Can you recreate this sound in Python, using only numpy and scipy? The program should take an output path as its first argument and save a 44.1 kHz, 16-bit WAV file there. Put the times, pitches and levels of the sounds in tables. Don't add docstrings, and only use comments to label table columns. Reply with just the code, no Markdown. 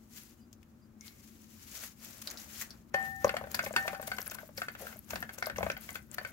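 import sys
import numpy as np
from scipy import signal
from scipy.fft import rfft, irfft, next_fast_len
from scipy.io import wavfile
from scipy.ndimage import uniform_filter1d, map_coordinates

SR = 44100
rng = np.random.default_rng(int(sys.argv[2]) if len(sys.argv) > 2 else 0)


def inscribe(sig):
    pcm = np.round(np.clip(np.atleast_2d(sig).T, -1, 1) * 32767)
    wavfile.write(sys.argv[1], SR, pcm.astype(np.int16))


N = 279005
TIME_S = np.arange(N) / SR
STIR_S = 2.9

# start in seconds, thud in dB, tap in dB, thud pitch in Hz.
CONTACTS = [(2.943, -25, -15.5, 576), (3.2455, -11.5, -17.5, 568), (3.27, -25, -31, 570),
            (3.293, -35, -15, 525), (3.341, -27, -27, 605), (3.367, -32.5, -19, 720),
            (3.412, -32.5, -39, 605), (3.439, -36, -34, 553), (3.471, -40, -39, 613),
            (3.545, -32, -21.5, 1003), (3.592, -32, -14, 700), (3.637, -32.5, -37, 620),
            (3.662, -46, -23.5, 580), (3.667, -32, -39, 556), (3.708, -32, -44, 627),
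            (3.738, -37, -31, 544), (3.763, -25.5, -6.5, 984), (3.855, -34, -53, 656),
            (3.879, -32, -15, 666), (3.931, -31.5, -31, 580), (3.948, -39, -27.5, 804),
            (3.997, -32.5, -38, 618), (4.027, -41, -32, 553), (4.077, -35.5, -31, 626),
            (4.117, -37, -19, 733), (4.184, -39, -22, 737), (4.266, -51, -30.5, 570),
            (4.316, -45.5, -27, 605), (4.349, -43, -39, 1015), (4.385, -51, -30, 740),
            (4.431, -40, -64, 616), (4.491, -45.5, -53, 596), (4.58, -39.5, -27.5, 536),
            (4.618, -37.5, -19, 730), (4.684, -47.5, -22, 564), (4.751, -50.5, -30.5, 566),
            (4.821, -41.5, -50, 536), (4.868, -51, -28.5, 560), (4.927, -49, -36, 775),
            (4.958, -47.5, -58, 616), (5.106, -40.5, -29.5, 950), (5.133, -30, -27, 628),
            (5.158, -37, -21.5, 750), (5.226, -39.5, -23, 720), (5.292, -45.5, -28, 757),
            (5.382, -41, -35, 553), (5.425, -34.5, -16, 735), (5.469, -28.5, -27.5, 622),
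            (5.498, -40, -22.5, 546), (5.56, -58, -28.5, 557), (5.585, -25, -29, 560),
            (5.607, -28.5, -32, 680), (5.629, -40, -20.5, 546), (5.63, -23.5, -43, 552),
            (5.665, -25, -28, 640), (5.7, -30.5, -16.5, 556), (5.767, -47, -27.5, 780),
            (5.89, -55, -26, 750), (5.955, -65, -23.5, 540), (6.183, -38, -20, 734),
            (6.213, -41.5, -39, 610), (6.249, -43.5, -23.5, 575), (6.32, -51, -26, 570)]
# start in seconds, level in dB, pitch in Hz, left over right in dB.
SNAPS = [(0.161, -40, 6850, 5.0), (0.234, -39, 11600, -1), (0.5288, -40.5, 6300, 11),
         (0.629, -61.5, 2580, 18), (1.0091, -40.5, 6110, 12), (1.0793, -43, 4420, 14),
         (1.776, -38, 6300, 7), (1.795, -44, 6500, 12), (1.837, -38, 1700, 2), (1.8583, -37, 11200, 6.0),
         (2.048, -31.5, 12300, 2), (2.108, -38, 13500, 6), (2.13, -44, 5500, 7), (2.182, -41, 9500, 5),
         (2.2172, -30, 10100, -2), (2.273, -27.5, 4470, 0.0), (2.3015, -31, 6430, -1),
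         (2.312, -39, 11000, -5), (2.373, -35.5, 4770, 3), (2.4007, -35, 6570, 0), (2.613, -37, 1830, 1),
         (2.62, -34, 1950, 4), (2.6162, -26, 13400, -4), (2.706, -35, 4960, 6), (2.9397, -35.5, 6200, 6),
         (3.0272, -47.5, 8000, 29), (3.2443, -22.5, 6180, 10), (3.279, -37.5, 4600, 4),
         (3.512, -45, 7260, 14), (3.545, -25.5, 4720, 17), (3.629, -36, 6300, 9), (3.654, -38, 13400, 18),
         (3.676, -43, 12900, 28), (3.728, -36.5, 7400, 10), (3.641, -35, 5400, 15), (3.686, -45, 8000, 15),
         (3.778, -45, 6900, 10), (4.016, -41.5, 13200, 38), (4.027, -41.5, 8050, 21),
         (4.167, -46, 5430, 16), (4.176, -42, 12600, 13), (4.1865, -38, 14700, 15), (4.205, -35, 14500, 30),
         (4.216, -35, 12300, 25), (4.2277, -42.5, 13000, 45), (4.2612, -30, 15100, 17),
         (4.2773, -32.5, 10600, 29), (4.2985, -38.5, 5960, 10), (4.3155, -38, 13500, 12),
         (4.311, -31, 14600, 12), (4.477, -43, 13300, 12), (4.576, -30.5, 5060, 11),
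         (4.719, -40, 13600, 16), (4.8104, -44, 12350, 9.0), (4.969, -44, 12700, 24),
         (4.991, -37.5, 12200, 26), (5.106, -30, 6390, 13), (5.1562, -33, 4620, 12),
         (5.2046, -33.5, 12600, 18), (5.2195, -35, 14000, 20), (5.385, -37, 6740, 20),
         (5.4263, -36.5, 4730, 2), (5.4582, -34.5, 4800, 17), (5.463, -39.5, 8800, 18),
         (5.468, -27.5, 13100, 20), (5.5824, -41.5, 6070, 28), (5.7169, -37, 5580, 19),
         (5.775, -32.5, 15200, 17), (5.81, -37, 14100, 13), (5.928, -38, 9400, 3), (5.946, -42, 11900, 11),
         (5.966, -46, 6700, 6), (6.114, -36.5, 7700, 15)]
# start and length in seconds, rub in dB, glove drag in dB.
STROKES = [(1.746, 0.085, -61.5, -8), (2.018, 0.18, -65.5, -4), (2.275, 0.07, -55.5, -8),
           (2.388, 0.36, -65.5, -3), (2.959, 0.094, -53, -14), (3.224, .13, -59, -15.5),
           (3.51, 0.17, -56, -9), (3.765, 0.14, -52.5, -5.5), (4.028, 0.38, -61, -8),
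           (4.576, 0.049, -64, 0), (4.795, 0.12, -57, -1.5), (5.103, 0.1, -57, 0.5), (5.34, 0.14, -63, -5),
           (5.569, 0.13, -57.5, -2), (5.814, 0.15, -64.5, 1), (6.118, 0.52, -63, -3.5)]
# frequency in Hz, left over right in dB.
HAND_PAN = [(60, 3.5), (240, 2.5), (950, 5), (3770, 3.5), (15000, 11)]


def amp(db):
    return 10 ** (np.asarray(db) / 20)


def unit(x):
    return x / np.sqrt(np.mean(x ** 2) + 1e-20)


def along(points, hz):
    knots_hz, values = np.transpose(points)
    return np.interp(np.log(hz + 1), np.log(knots_hz + 1), values)


def pan_gains(db):
    return amp(np.array([db / 2, -db / 2]))


def wobble(rate_hz):
    return map_coordinates(rng.standard_normal(int(N * rate_hz / SR) + 4), [TIME_S * rate_hz])


def filtered(x, response):
    size = next_fast_len(N + SR // 2)
    return irfft(rfft(x, size) * response(np.fft.rfftfreq(size, 1 / SR)), size)[..., :N]


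def resonance(hz, centre_hz, width_hz):
    return 1j * hz * width_hz / (centre_hz ** 2 - hz ** 2 + 1j * hz * width_hz)


def stereo(sources, spectrum, coherence, pan):
    def colour(hz):
        angle = np.arccos(np.clip(along(coherence, hz), -1, 1)) / 2
        return amp(along(spectrum, hz)) * [np.cos(angle), np.sin(angle)]
    mid, side = filtered(np.array(sources), colour)
    both = filtered(np.array([mid + side, mid - side]), lambda hz: pan_gains(along(pan, hz)))
    return both / np.std(both.mean(axis=0))


def crackle(per_s, centre_hz, octaves, spread_db, grain_rms, cycles, samples):
    count = per_s * N // SR
    starts = (rng.random(count) * N).astype(int)
    gains = amp(spread_db * np.minimum(rng.exponential(size=count), 3.2))
    hz = np.clip(centre_hz * 2 ** (octaves * rng.standard_normal(count)), 300, 15500)
    turns = np.arange(samples) / SR * hz[:, None]
    wavelets = gains[:, None] * np.sin(2 * np.pi * turns) * turns ** 2 * np.exp(-2 * turns / cycles)
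    index = starts[:, None] + np.arange(samples)
    grains = np.bincount(index.ravel(), wavelets.ravel(), N + SR)[:N]
    return grain_rms * unit(grains) + rng.standard_normal(N)


def ring(modes, t, scatter_db, detune):
    x = sum(amp(db + rng.normal(0, scatter_db)) * np.exp(-np.pi * width_hz * t)
            * np.sin(2 * np.pi * hz * rng.normal(1, detune) * t) for hz, width_hz, db in modes)
    return x / np.max(np.abs(x))


def trails(starts_s, levels_db, t60_s):
    kicks = np.bincount((starts_s * SR).astype(int), amp(levels_db) ** 2, N)
    return signal.lfilter([1], [1, -amp(-120 / (t60_s * SR))], kicks)


def stroke_powers():
    rise_db_per_s, fall_db_per_s = 518.5, 205.5
    start_s, length_s, rub_db, drag_db = np.transpose(STROKES)[:, :, None]
    shape_db = -rise_db_per_s * np.maximum(start_s - TIME_S, 0)
    shape_db -= fall_db_per_s * np.maximum(TIME_S - start_s - length_s, 0)
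    return [np.sum(amp(db + shape_db) ** 2, axis=0) for db in (rub_db, drag_db)]


def add(track, start_s, sound):
    track[:, round(start_s * SR):][:, :sound.shape[-1]] += sound


def kitchen_tail(samples):
    # frequency in Hz, T60 in seconds.
    decay = [(400, 0.12), (2000, 0.2), (8000, 0.055)]
    hz, t, bands = signal.stft(rng.standard_normal((2, samples)), SR, nperseg=256)
    tail = signal.istft(bands * amp(-60 * t / along(decay, hz)[:, None]), SR, nperseg=256)[1]
    return np.pad(tail / np.linalg.norm(tail[0]), ((0, 0), (130, 0)))


def place(track, start_s, x, pan_db, wet_db):
    echo = signal.fftconvolve(x[None], kitchen_tail(SR // 7), axes=1)
    add(track, start_s, pan_gains(pan_db)[:, None] * x)
    add(track, start_s, amp(wet_db) * echo)


def background():
    # frequency in Hz, relative density in dB.
    spectrum = [(12, -52), (20, -9.5), (111, -8.5), (184, -36), (218, 3), (251, -14), (332, -15),
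                (428, -24.5), (772, -30), (1300, -30.5), (3000, -44), (7000, -46), (9000, -52),
                (16500, -46)]
    # frequency in Hz, left-right coherence.
    coherence = [(60, 1), (240, 0.89), (950, 0.15), (3770, 0.074), (15000, 0.29)]
    # frequency in Hz, left over right in dB.
    pan = [(60, 1.5), (380, 6.5), (2380, 3.5), (15000, -9.5)]
    # start and length in seconds, pitch in Hz, level in dB.
    peeps = [(0.384, 0.036, 2980, -75), (0.407, 0.06, 4850, -70), (0.815, 0.055, 4840, -72)]
    out = amp(-58.5) * stereo(rng.standard_normal((2, N)), spectrum, coherence, pan)
    for start_s, length_s, hz, db in peeps:
        t = np.arange(int(length_s * SR)) / SR
        envelope = amp(db) * np.sin(np.pi * (t / length_s) ** 0.5)
        drift_rad = np.cumsum(rng.normal(0, 0.041, len(t)))
        add(out, start_s, envelope * np.sin(2 * np.pi * hz * t + drift_rad))
    return out


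def saucer():
    slide = np.interp(TIME_S, [1.0, 1.02, 1.26], [0, 1, 0])
    china = filtered(rng.standard_normal((2, N)), lambda hz: resonance(hz, centre_hz=2170, width_hz=90))
    return amp(-64) * slide * unit(china)


def counter_rumble():
    # time in seconds, level in dB.
    shake = [(0, -64.5), (2.9, -60.5), (3.0, -53.5), (3.4, -53), (4.5, -57), (5.05, -59.5), (5.15, -48),
             (5.4, -62.5), (5.65, -43), (5.8, -57), (6.33, -57)]
    spectrum = [(25, -28.5), (60, 7), (105, 0.5), (200, 0), (330, -13), (500, -82.5)]  # Hz, dB
    rumble = stereo(rng.standard_normal((2, N)), spectrum, coherence=[(100, 0.82)], pan=[(100, 4.8)])
    return amp(np.interp(TIME_S, *np.transpose(shake))) * rumble


def mix_rub():
    # frequency in Hz, gain in dB.
    spectrum = [(210, -27.5), (350, -2), (510, -1.5), (554, 3), (639, 0.5), (1030, -6.5), (1490, -1),
                (2660, -9), (4000, -18), (5200, -31.5), (8800, -120)]
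    lumps = [crackle(200, 1500, octaves=.6, spread_db=3, grain_rms=rms, cycles=1.5, samples=240)
             for rms in (.2, .15)]
    paste = stereo(lumps, spectrum, coherence=[(500, 0.28), (2000, 0.055)], pan=HAND_PAN)
    contact_s, _, tap_db, _ = np.transpose(CONTACTS)
    rub, _ = stroke_powers()
    scrape = trails(contact_s, -37 + 0.54 * tap_db, t60_s=0.15)
    return np.sqrt(rub + scrape) * amp(0.18 * wobble(33)) * paste


def glove_rustle():
    # frequency in Hz, gain in dB.
    spectrum = [(500, -24.5), (1200, -6), (2500, -3), (3650, -5.5), (6920, -2.5), (8910, -11), (11700, -5),
                (15100, -7), (16500, -2)]
    # time in seconds, rustle before drag in dB.
    hand = [(0.08, -69.5), (0.175, -51), (0.25, -55.5), (0.45, -77.5), (0.97, -79.5), (1.07, -49.5),
            (1.14, -65.5), (1.257, -59), (1.33, -64), (1.66, -55.5), (1.74, -47), (1.86, -46),
            (1.95, -65.5), (2.05, -52), (2.37, -55), (2.42, -47.5), (2.48, -54.5), (2.621, -41.5),
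            (2.67, -57), (2.87, -75), (2.96, -42), (6.33, -56.5)]
    # centre in seconds, level in dB.
    slides = [(2.222, -39), (2.314, -41), (3.549, -33.5), (3.517, -45), (3.65, -41.5), (4.076, -39.5),
              (4.17, -46), (4.271, -43), (4.315, -44), (4.349, -41.5), (4.89, -59), (5.109, -38),
              (5.384, -42), (5.569, -47), (5.948, -42), (6.146, -42)]
    resting_db, slide_half_s = -18, 0.0036
    is_dry = TIME_S < STIR_S
    folds = [crackle(850, 10000, octaves=.55, spread_db=4, grain_rms=rms, cycles=1.2, samples=80)
             for rms in (.5, .4)]
    pops = [crackle(320, 12500, octaves=.4, spread_db=4, grain_rms=rms, cycles=1.6, samples=80)
            for rms in (.9, .5)]
    film = stereo(np.where(is_dry, folds, pops), spectrum, coherence=[(5000, 0.022)], pan=HAND_PAN)
    contact_s, _, tap_db, _ = np.transpose(CONTACTS)
    snap_s, snap_db, snap_hz, _ = np.transpose(SNAPS)
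    _, drag = stroke_powers()
    power = amp(np.interp(TIME_S, *np.transpose(hand))) ** 2
    power *= np.where(is_dry, 1, amp(resting_db) ** 2 + drag)
    crease_db = -24 + .8 * snap_db - 8 * np.log2(snap_hz / 6000)
    power += trails(snap_s, crease_db, t60_s=.06)
    power += trails(contact_s, tap_db - 60, t60_s=0.045)
    power += sum(amp(db) ** 2 * np.exp(-((TIME_S - centre_s) / slide_half_s) ** 2)
                 for centre_s, db in slides)
    clumps_db = np.where(is_dry, 1.8, 3) * wobble(50)
    return np.sqrt(power) * amp(clumps_db) * film


def glove_snaps():
    sigma_at_10khz_s, fizz_decay_s, fizz_width_hz = .00015, 0.0035, 2000
    out, t = np.zeros((2, N + SR)), np.arange(SR // 30) / SR
    fizz_envelope = np.exp(-t / fizz_decay_s) * np.minimum(t / .001, 1)
    for start_s, db, hz, pan_db in SNAPS:
        click = np.exp(-.5 * ((t - .001) / sigma_at_10khz_s) ** 2 * hz / 10000)
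        flutter = unit(uniform_filter1d(rng.standard_normal(len(t)), int(SR / fizz_width_hz)))
        cut_db = min(-13 * np.log2(hz / 5000), 0)
        fizz = 0.6 * amp(cut_db) * flutter * fizz_envelope
        snap = amp(db) * (click + fizz) * np.sin(2 * np.pi * hz * t)
        place(out, start_s, snap, pan_db, wet_db=cut_db - 4)
    return out[:, :N]


def blade_grind():
    # start and length in seconds, level in dB.
    drags = [(3.415, 0.035, -50), (4.799, 0.077, -53)]
    # frequency and width in Hz, gain in dB.
    modes = [(550, 80, 0), (790, 120, -7)]
    def bowl(hz):
        return sum((-1) ** k * amp(db) * resonance(hz, centre_hz, width_hz)
                   for k, (centre_hz, width_hz, db) in enumerate(modes))
    push = sum(amp(db) * np.sin(np.pi * np.clip((TIME_S - start_s) / length_s, 0, 1)) ** .5
               for start_s, length_s, db in drags)
    return push * amp(1.5 * wobble(60)) * unit(filtered(rng.standard_normal(N), bowl))


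def rim_ring():
    # start and choke time in seconds, low modes in dB, high modes in dB, twin offset in dB.
    clinks = [(2.941, 3.25, -37, -41, 0), (3.246, 3.553, -46, -65, -3), (3.771, 3.879, -45.5, -46.5, 9),
              (3.878, 4.227, -43.5, -62, -5)]
    modes_hz = [775, 779, 1806.5, 1805, 2120, 2490, 3070]
    # level in dB, T60 in seconds, left over right in dB, left lead in radians, 1 if a twin.
    modes = [(1.5, 1, 1, .4, 0), (-11.5, 1, -10, 1, 1), (9, 1, 9, -0.024, 0), (5.5, 0.2, -10.5, -.8, 1),
             (12, 0.019, 12, 0.15, 0), (-4, 0.036, 4, 0, 0), (-11, .3, -8, 0, 0)]
    rise_s, choke_t60_s = 0.002, 0.05
    out, t = np.zeros((2, N + SR)), np.arange(SR // 2) / SR
    for start_s, choke_s, low_db, high_db, twin_db in clinks:
        choke = amp(-60 * np.maximum(t - (choke_s - start_s), 0) / choke_t60_s)
        gate = choke * (1 - np.exp(-t / rise_s))
        for hz, (db, t60_s, pan_db, lead_rad, is_twin) in zip(modes_hz, modes):
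            strike_db = (low_db if hz < 1000 else high_db) + db + is_twin * twin_db
            envelope = amp(strike_db - 60 * t / t60_s) * gate
            phase = 2 * np.pi * hz * t + np.array([[lead_rad], [-lead_rad]]) / 2
            add(out, start_s, pan_gains(pan_db)[:, None] * envelope * np.sin(phase))
    return out[:, :N]


def spatula_knocks():
    # multiple of the thud pitch, width in Hz, level in dB.
    bowl_modes = [(1, 62, 5), (1.45, 120, 2.5), (1.8, 170, 5)]
    # frequency and width in Hz, level in dB.
    counter_modes = [(119, 50, -16), (211, 45, -11)]
    # frequency and width in Hz, level in dB.
    tap_modes = [(1341, 190, -27), (1536, 72.6, -2.5), (1761, 220, 4.5), (2076, 159, -1), (2447, 160, -14),
                 (3000, 230, -19), (3450, 300, -29.5)]
    shimmer_mode = (4530, 24, 0)
    thud_rise_s, tap_rise_s = .0009, .0008
    thud_tilt, tap_tilt = 0.23, .12
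    out, t = np.zeros((2, N + SR)), np.arange(SR // 12) / SR
    for start_s, thud_db, tap_db, thud_hz in CONTACTS:
        loaded = [(ratio * thud_hz, width_hz, db + thud_tilt * (thud_db + 22) * np.log2(ratio))
                  for ratio, width_hz, db in bowl_modes]
        thud = ring(loaded + counter_modes, t, scatter_db=2, detune=.004)
        thud *= 1 - np.exp(-t / thud_rise_s)
        thud /= np.max(np.abs(thud))
        struck = [(hz, width_hz, db + tap_tilt * (tap_db + 18) * np.log2(hz / 1500))
                  for hz, width_hz, db in tap_modes]
        chatter = np.r_[1, .08 * rng.standard_normal(300) * np.exp(-t[:300] / .003)]
        tap = np.convolve(ring(struck, t, scatter_db=2, detune=.012), chatter)
        tap = np.diff(tap)[:len(t)] * (1 - np.exp(-t / tap_rise_s))
        tap /= np.max(np.abs(tap))
        shimmer = amp(rng.normal(-29, 4)) * ring([shimmer_mode], t, scatter_db=0, detune=.001)
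        knock = amp(tap_db - 4) * (tap + shimmer) - amp(thud_db) * thud
        place(out, start_s, knock, pan_db=rng.normal(0, 1.5), wet_db=-10)
    return out[:, :N]


def scene():
    # frequency in Hz, left over right in dB.
    bowl_pan = [(100, 5), (300, 2), (700, 7.5), (1300, 6), (2200, 1), (4500, 5), (12000, 7)]
    # frequency in Hz, left lead in radians.
    bowl_lead = [(100, 0.27), (600, 0.5), (1400, 1.6), (1980, 2.7), (2600, 1.2), (4570, 4)]
    def bowl_to_mics(hz):
        phase = np.array([[.5], [-.5]]) * along(bowl_lead, hz)
        return pan_gains(along(bowl_pan, hz)) * np.exp(1j * phase)
    bowl = filtered(spatula_knocks() + rim_ring() + blade_grind(), bowl_to_mics)
    return bowl + glove_snaps() + glove_rustle() + mix_rub() + counter_rumble() + saucer() + background()


def record(dry):
    bass_hz, top_hz = 45, 15830
    thinned = filtered(dry, lambda hz: (1j * hz / (bass_hz + 1j * hz)) ** 2)
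    return filtered(thinned, lambda hz: 1 / (1 + (hz / top_hz) ** 400))


dry = scene()
out = record(dry)
inscribe(out)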